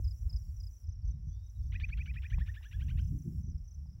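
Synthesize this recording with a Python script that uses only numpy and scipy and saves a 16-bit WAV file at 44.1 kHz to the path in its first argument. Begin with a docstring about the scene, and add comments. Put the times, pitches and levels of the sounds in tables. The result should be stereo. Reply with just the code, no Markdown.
"""Open prairie. From the start crickets chirp in the grass, wind buffets the microphone and a faint high
hiss swells and dips. A soft rustle passes close by; after a second a far bird whistles thinly. From 1.7
to 3 s a sandpiper overhead chatters sixteen quick notes, each a rasp that slides up towards a clear tone;
the first eight flip into a whistle. Three dull taps sound near the microphone in the second half,
and the wind flutters hardest just after the chatter ends."""
import sys
import numpy as np
from scipy import signal
from scipy.fft import rfft, irfft
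from scipy.io import wavfile
from scipy.ndimage import uniform_filter1d

SR = 44100
rng = np.random.default_rng(int(sys.argv[2]) if len(sys.argv) > 2 else 0)


def unload_audio(sound):
    """Save the sound as a 16-bit wav file, at the path given as the first command line argument."""
    columns = np.transpose(np.atleast_2d(sound))
    # keep every value between -1 and 1, then stretch to whole-number steps
    steps = np.round(np.clip(columns, -1, 1) * 32767)
    wavfile.write(sys.argv[1], SR, steps.astype(np.int16))


N = 176400

# Spectra of the open air, the high hiss and the rustle. Each row: frequency in Hz, gain in dB.
AIR_SPECTRUM = [(100, -18), (300, 4.5), (500, 6), (1000, -1.5), (2000, -6), (4200, -12), (4900, -5),
                (5500, 8.5), (6000, 3), (6500, -15), (16000, -19.5)]
HISS_SPECTRUM = [(1000, -8.5), (4500, -15), (6500, -4), (7500, 4), (9000, -4.5), (11000, 1), (13500, 2),
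                 (15500, 3.5)]
RUSTLE_SPECTRUM = [(250, -6), (500, 2), (1100, -5), (2300, -12), (4000, -22.5), (8000, -38.5)]
# Swells of the hiss and the rustle. Each row: time in seconds, relative level in dB.
HISS_LEVELS = [(0, -71.5), (.5, -73.5), (.82, -74.5), (.9, -92), (1.15, -88.5), (1.42, -83), (1.52, -78),
               (1.8, -79.5), (2.4, -75), (3.1, -72), (3.4, -73), (3.45, -85.5), (3.75, -81.5), (4, -86)]
RUSTLE_LEVELS = [(.2, -100), (.27, -81), (.34, -77), (.42, -92), (.5, -110)]
# Wind on the microphone: deep bass, upper bass, low mids. Each row: frequency in Hz, gain in dB.
RUMBLE_SPECTRUM = [(15, -22), (28, -4.5), (42, 5.5), (58, 10), (78, 8.5), (105, 0), (135, -14.5),
                   (200, -65.5)]
BUFFET_SPECTRUM = [(70, -32), (115, 0), (150, -0.5), (200, -13.5), (260, -27), (400, -75.5)]
FLUTTER_SPECTRUM = [(150, -35), (235, 5.5), (300, 0), (400, -16.5), (520, -41.5), (900, -62)]
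# Gusts in those three bands. Each row: time in seconds, relative level in dB.
RUMBLE_GUSTS = [(0.02, -33.5), (0.1, -31), (0.15, -46.5), (0.27, -31.5), (0.31, -48), (0.34, -28.5),
                (0.38, -41.5), (0.66, -40.5), (0.81, -58), (0.87, -35), (0.97, -47), (1.06, -31.5),
                (1.22, -46), (1.27, -38), (1.54, -49), (1.6, -36), (1.97, -37), (2.0, -31.5), (2.07, -48),
                (2.1, -36.5), (2.3, -41.5), (2.34, -28.5), (2.67, -49.5), (2.84, -28), (2.88, -39.5),
                (2.96, -30.5), (3.15, -38), (3.24, -54), (3.38, -35), (3.44, -45), (3.52, -36.5),
                (3.7, -50), (3.78, -41.5), (3.98, -52.5)]
BUFFET_GUSTS = [(0.02, -58.5), (0.16, -67.5), (0.34, -51.5), (0.39, -80), (0.48, -54), (0.6, -88),
                (1.18, -47), (1.22, -68), (1.27, -41.5), (1.33, -70), (1.55, -70), (1.59, -53.5),
                (2.16, -52), (2.24, -69), (2.4, -42), (2.55, -87.5), (2.85, -42.5), (3.07, -47.5),
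                (3.13, -36.5), (3.24, -53.5), (3.27, -36.5), (3.31, -45), (3.57, -48.5), (3.68, -73.5),
                (3.78, -55.5), (3.98, -56.5)]
FLUTTER_GUSTS = [(0.02, -84), (0.07, -87), (0.96, -90), (1.28, -79), (1.38, -94), (1.91, -79.5),
                 (2.55, -94.5), (2.79, -84.5), (2.83, -70.5), (3.05, -71), (3.1, -83), (3.13, -49.5),
                 (3.24, -71), (3.26, -50.5), (3.44, -79), (3.48, -58), (3.65, -95.5), (3.98, -79.5)]
# Taps near the microphone. Each row: start in seconds, level in dB, centre pitch in Hz.
CLOSE_TAPS = [(2.383, -42, 917), (2.610, -58, 900), (3.858, -61, 850)]
# The far bird. Each row: start and length in seconds, first and last pitch in Hz, level in dB.
FAR_SLURS = [(1.07, .11, 3690, 3880, -88.5), (1.29, .14, 3320, 3780, -80.5), (1.40, .10, 3650, 3820, -80),
             (1.548, .035, 3980, 3650, -77.5), (1.60, .02, 3900, 3720, -85), (1.61, .09, 3490, 3640, -85)]
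# Crickets nearby. Each row: start in seconds, wing strokes (rounded when played), pitch in Hz,
# level in dB, left minus right in dB.
CRICKET_CHIRPS = [(.040, 3.06, 5226, -55, -7), (0.292, 3, 5260, -51.5, -7.5),
                  (0.598, 3.01, 5240, -56.5, -7.5), (.431, 3, 4870, -77, 2), (1.018, 3, 4830, -77.5, -3),
                  (1.324, 3.1, 4800, -79, -3), (1.619, 3, 4800, -79, 7), (.003, 2, 6300, -69, 7),
                  (.179, 2.3, 6140, -66, 8), (0.36, 2, 5970, -64.5, -2.5), (.380, 2, 6000, -69.5, 12),
                  (0.561, 2.45, 6060, -62, 1), (.705, 2, 6080, -71, 5), (.728, 2, 6150, -62.5, -5),
                  (0.886, 2, 6190, -62.5, -3), (1.071, 2, 6210, -60.5, -3.5), (1.289, 2.5, 6240, -65.5, 5),
                  (1.459, 2.06, 6180, -64.5, 1), (1.63, 2.4, 6280, -70, 3), (1.844, 1.74, 6250, -68.5, -10),
                  (2.027, 2.2, 6240, -68, 11), (2.293, 2, 6200, -66, 7), (2.482, 1.8, 6240, -70.5, 11),
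                  (2.650, 2.15, 6170, -64.5, -6), (2.831, 3.2, 6180, -68, -7),
                  (3.008, 3.4, 6200, -64.5, 3.5), (3.182, 2, 6200, -63, 5), (3.428, 3.1, 6210, -64, 4.5),
                  (3.673, 2.98, 6220, -62, 4.5)]
# The sandpiper's notes. Each row: start, length, middle of the slide within the note and slide time, all
# in seconds, top of the slide in Hz, relative rasp level in dB, clear tone in dB, roughness (0 is smooth).
CHATTER_NOTES = [(1.717, 0.062, 0.021, 0.0078, 1880, -51.5, -53.5, 0.7),
                 (1.797, 0.038, .012, 0.0088, 2114, -48, -58, 1),
                 (1.885, 0.026, .013, .008, 2085, -51.5, -38.5, 1),
                 (1.97, 0.032, 0.015, 0.01, 1960, -52, -52.5, 0.9),
                 (2.055, 0.03, .013, 0.011, 1980, -53.5, -50, 0.97),
                 (2.136, 0.043, 0.019, 0.0067, 1943, -55.5, -46, 1.1),
                 (2.217, 0.046, 0.02, 0.0057, 1830, -53, -49, 0.7),
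                 (2.297, 0.044, .019, 0.0056, 1823, -54, -46.5, .9),
                 (2.38, .052, 0.022, 0.006, 1800, -53.5, -50, 0.7),
                 (2.458, 0.053, 0.022, 0.0049, 1778, -54, -49, 0.7),
                 (2.537, 0.055, 0.022, 0.0055, 1704, -53.5, -53.5, 0.5),
                 (2.623, 0.057, 0.022, 0.0073, 1657, -54, -58.5, 0.6),
                 (2.707, 0.056, 0.022, 0.0037, 1617, -52.5, -64, 0.42),
                 (2.791, 0.049, 0.023, 0.0048, 1590, -51.5, -69, 0.3),
                 (2.876, 0.049, 0.025, 0.0052, 1556, -51.5, -69.5, 0.3),
                 (2.967, .043, 0.022, 0.0035, 1548, -51, -82, 0.2)]
# Its throat resonance. Each row: frequency in Hz, gain in dB.
THROAT_RESONANCE = [(700, -24.5), (1200, -21.5), (1700, -11.5), (2400, -4), (3200, -10), (3800, -16),
                    (4600, -27.5), (6500, -45.5)]
# Its whistled endings. Each row: start and length in seconds, first and last pitch in Hz,
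# top of the swell in dB, depth of the swell in dB.
WHISTLED_ENDINGS = [(1.752, .014, 2390, 2680, -42.5, 6), (1.822, 0.032, 2213, 2710, -33.5, 31),
                    (1.911, .032, 2155, 2780, -38, 28), (1.994, .032, 2260, 2780, -44, 10.5),
                    (2.076, 0.039, 2290, 2730, -48.5, 4), (2.169, .022, 2390, 2730, -49.5, 0.5),
                    (2.253, .017, 2330, 2720, -48, 4), (2.331, 0.019, 2290, 2670, -49, 4)]
# Its place between the channels. Each row: frequency in Hz, left minus right in dB.
SANDPIPER_PAN = [(1000, 4), (1750, 9), (2500, 2.8), (3500, 2.5), (5000, -4)]

SIDES = np.array([[1], [-1]])  # adds to the left channel, takes from the right
STROKE_S, STROKE_GAP_S, STROKE_SAG, STROKE_PEAK = .026, .0325, .145, .32
CHORUS_HZ, CHORUS_SPREAD, CHORUS_DB, CHORUS_PER_S = 5810, .039, -75, 14
SCATTER_DB, SCATTER_T60_S, SMEAR_HZ = -10, .42, 290
SLIDE_FROM_HZ, CREEP_HZ_PER_S = 923, 4200  # foot of a note's slide; steady rise added to it
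CLEAR_AFTER_S, CLEAR_S = .011, .0033  # the tone clears this long after mid-slide, and this fast
JITTER, SHIMMER, HOARSENESS, ROUGH_HZ = .089, .92, .96, 448.4
RASP_GROW_DB, RASP_FADE = 4.5, .88  # the rasp grows through the slide, then yields to the tone
DROP_HZ, DROP_HZ_PER_S, DROP_S, DROP_DB = 2072, 17000, .012, -56  # the voice falls after a whistle


def undb(db):
    """Decibels to gain."""
    return 10 ** (np.asarray(db) / 20)


def level_curve(rows):
    """Gain through time from rows of seconds and dB, smoothed over 20 ms."""
    db = np.interp(np.arange(N) / SR, *np.array(rows).T)
    return uniform_filter1d(undb(db), int(.02 * SR))


def bin_gains(spectrum, size=N):
    """Gain at each FFT bin from rows of Hz and dB."""
    hz, db = np.array(spectrum).T
    bins = np.maximum(np.fft.rfftfreq(size, 1 / SR), 1)
    return undb(np.interp(np.log(bins), np.log(hz), db))


def noise(spectrum):
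    """Noise of unit level with the given spectrum."""
    x = irfft(rfft(rng.standard_normal(N)) * bin_gains(spectrum), N)
    return x / x.std()


def wide_noise(spectrum, side_db):
    """Stereo noise whose side signal lies side_db from its middle."""
    return noise(spectrum) + undb(side_db) * noise(spectrum) * SIDES


def wobble(t, hz):
    """Random wandering of about unit spread."""
    return np.interp(t * hz, np.arange(256), rng.standard_normal(256))


def ramp(u):
    """Smooth rise from 0 to 1."""
    return np.sin(np.pi / 2 * np.clip(u, 0, 1)) ** 2


def phase_of(hz):
    """Running phase of a moving pitch."""
    return 2 * np.pi * np.cumsum(hz) / SR


def times(length):
    """Sample times of a short sound."""
    return np.arange(max(int(length * SR), 2)) / SR


def add(out, start, x):
    """Mix a sound in at its start time."""
    i = int(start * SR)
    a, b = max(i, 0), min(i + x.shape[-1], N)
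    if b > a:
        out[..., a:b] += x[..., a - i:b - i]


def panned(x, pan_db):
    """Place a sound across the microphone; positive is left."""
    return x * undb(SIDES * pan_db / 2)


def air():
    """Quiet open air all round, with the blur of distant crickets."""
    return undb(-80.5) * wide_noise(AIR_SPECTRUM, side_db=-2)


def hiss():
    """A high hiss that swells and dips, very wide because the left channel is late and inverted."""
    shared = noise(HISS_SPECTRUM)
    separate = np.array([noise(HISS_SPECTRUM), noise(HISS_SPECTRUM)])
    pair = np.array([-np.roll(shared, round(.000224 * SR)), shared])
    return undb(2) * level_curve(HISS_LEVELS) * (pair + undb(-14) * separate)


def eddies(spectrum, span_s):
    """Low turbulence, its slow swells evened out so that the gusts set its level."""
    x = noise(spectrum)
    power = uniform_filter1d(x ** 2, int(span_s * SR))
    return x / np.sqrt(power + .011)


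def wind():
    """Gusts on the microphone: a deep rumble in both channels, with higher flutter in the strongest."""
    rumble = eddies(RUMBLE_SPECTRUM, span_s=.097)
    buffet = eddies(BUFFET_SPECTRUM, span_s=.054) + SIDES * undb(-45) * noise(BUFFET_SPECTRUM)
    flutter = eddies(FLUTTER_SPECTRUM, span_s=.031) + SIDES * undb(-8.5) * noise(FLUTTER_SPECTRUM)
    gusts = (undb(1.1) * rumble * level_curve(RUMBLE_GUSTS)
             + undb(1.4) * buffet * level_curve(BUFFET_GUSTS)
             + undb(3.5) * flutter * level_curve(FLUTTER_GUSTS))
    return signal.sosfilt(signal.butter(2, [27, 800], "bandpass", fs=SR, output="sos"), gusts)


def rustle():
    """A soft, brief rustle near the microphone."""
    return level_curve(RUSTLE_LEVELS) * wide_noise(RUSTLE_SPECTRUM, side_db=-11)


def taps(decay_s=.0019):
    """Dull little ticks close to the microphone, on the right."""
    out = np.zeros(N)
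    t = times(.03)
    for start, db, hz in CLOSE_TAPS:
        ring = np.sin(phase_of(hz * (1 + .31 * wobble(t, 830))))
        add(out, start, undb(db) * ring * ramp(t / .0009) * np.exp(-t / decay_s))
    return panned(out, -5)


def ground_echo(call, paths=4):
    """Diffuse return from grass and slopes; a moving bird's echoes come back smeared in pitch."""
    t = times(.46)
    out = np.zeros((2, N))
    for _ in range(paths):
        tail = rng.standard_normal((2, len(t))) * undb(-60 * t / SCATTER_T60_S) * ramp(t / .012)
        tail /= np.sqrt(paths * np.sum(tail ** 2, axis=1, keepdims=True))
        smear = noise([(SMEAR_HZ / 2, 0), (SMEAR_HZ, -6), (3 * SMEAR_HZ, -70)])
        out += smear * signal.oaconvolve(call[None], tail, axes=1)[:, :N]
    return undb(SCATTER_DB) * out


def far_bird():
    """Thin slurred whistles from far off, with more echo than the sandpiper."""
    out = np.zeros(N)
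    for start, length, from_hz, to_hz, db in FAR_SLURS:
        t = times(length)
        pitch = (from_hz + (to_hz - from_hz) * t / length) * (1 + .0049 * wobble(t, 200))
        add(out, start, undb(db) * np.sin(phase_of(pitch)) * np.sin(np.pi * t / length))
    return out + undb(3) * ground_echo(out)


def wing_stroke(hz):
    """One stroke of a cricket's wing: a pure tone that sags as the wing slows."""
    t = times(STROKE_S)
    u = t / STROKE_S
    pitch = hz * (1 - STROKE_SAG * u ** 1.5) * (1 + .0081 * wobble(t, 380))
    fade = np.clip((1 - u) / (1 - STROKE_PEAK), 0, 1) ** 1.42
    return np.sin(phase_of(pitch)) * ramp(u / STROKE_PEAK) * fade


def crickets():
    """Chirps of two or three strokes in the grass nearby, and a chorus further off."""
    out = np.zeros((2, N))
    for start, strokes, hz, db, pan_db in CRICKET_CHIRPS:
        lead_in = undb(db - 8) * wing_stroke(hz * .99)
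        if hz > CHORUS_HZ:  # only the high chirps open with an extra soft, lower stroke
            add(out, start - .024, panned(lead_in, pan_db))
        for k in range(round(strokes)):
            add(out, start + k * STROKE_GAP_S, panned(undb(db) * wing_stroke(hz), pan_db))
    chorus_offsets = np.sqrt(3) * rng.uniform(-1, 1, (int(CHORUS_PER_S * N / SR), 4))
    for i, (timing, pitch, level, side) in enumerate(chorus_offsets):
        start = (i + .27 * timing) / CHORUS_PER_S
        for k in range(3):
            stroke = undb(CHORUS_DB + 4.2 * level) * wing_stroke(CHORUS_HZ * (1 + CHORUS_SPREAD * pitch))
            add(out, start + k * STROKE_GAP_S, panned(stroke, 4 * side - 1))
    return out


def chatter_note(length, middle, slide_s, top_hz, rasp_db, tone_db, roughness):
    """Hoarse, jittery harmonics slide up through the throat resonance and settle on a clear tone."""
    t = times(length)
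    clear = .5 + .5 * np.tanh((t - middle - CLEAR_AFTER_S) / (2 * CLEAR_S))
    slide = 1 / (1 + np.exp((middle - t) / slide_s))
    hz = SLIDE_FROM_HZ + (top_hz - SLIDE_FROM_HZ) * slide + CREEP_HZ_PER_S * (t - middle)
    unrest = roughness * (1 - 1.01 * clear)
    phase = phase_of(hz * (1 + JITTER * unrest * wobble(t, ROUGH_HZ)))
    harmonics = sum(np.sin(k * phase) * (1 + SHIMMER * unrest * wobble(t, ROUGH_HZ)) for k in range(1, 7))
    half_harmonics = sum(np.sin((k + .5) * phase) * wobble(t, 2 * ROUGH_HZ) for k in range(6))
    source = harmonics + HOARSENESS * unrest * half_harmonics
    rasp = irfft(rfft(source, 4096) * bin_gains(THROAT_RESONANCE, 4096))[:len(t)]
    roughness = min(roughness, 1)
    rasp *= undb(rasp_db + RASP_GROW_DB * (2 - roughness) * (slide - .5))
    rasp *= 1 - clear * roughness * RASP_FADE
    voice = rasp + undb(tone_db) * clear * np.sin(phase)
    attack_s = .0037 + .011 * (1 - roughness)  # smoother notes start more gently
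    return voice * ramp(t / attack_s) * ramp((length - t) / .014)


def whistle(length, from_hz, to_hz, db, swell_db):
    """A nearly pure upward sweep that swells and cuts off."""
    t = times(length)
    u = t / length
    sweep_hz = from_hz + (to_hz - from_hz) * u ** 2.2
    phase = phase_of(sweep_hz * (1 + .004 * wobble(t, ROUGH_HZ)))
    tone = undb(db - swell_db * (1 - ramp(u / .81))) * np.sin(phase)
    octave = undb(db - 29) * (1 - u) * np.sin(2 * phase)
    return (tone + octave) * ramp(t / .002) * ramp((1 - u) / .3)


def sandpiper():
    """Chatter on the wing, above the microphone and a little to the left, echoing off the ground."""
    notes, whistles = np.zeros(N), np.zeros(N)
    for start, *shape in CHATTER_NOTES:
        add(notes, start, chatter_note(*shape))
    t = times(DROP_S)
    drop = undb(DROP_DB) * np.sin(phase_of(DROP_HZ - DROP_HZ_PER_S * t))
    drop *= ramp(t / .00098) * ramp(1 - t / DROP_S)
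    for start, length, *shape in WHISTLED_ENDINGS:
        add(whistles, start, whistle(length, *shape))
        add(whistles, start + length - .004, drop)
    lean = np.sqrt(bin_gains(SANDPIPER_PAN))
    direct = irfft(rfft(notes + whistles) * np.array([lean, 1 / lean]), N)
    return direct + ground_echo(notes + undb(-13.5) * whistles)


def scene():
    """The prairie as it reaches the stereo microphone."""
    return sandpiper() + crickets() + far_bird() + taps() + wind() + air() + hiss() + rustle()


def record(dry):
    """The recorder cuts the top steeply above 15.8 kHz."""
    return signal.sosfilt(signal.ellip(10, .2, 70, 15800, fs=SR, output="sos"), dry)


dry = scene()
out = record(dry)
unload_audio(out)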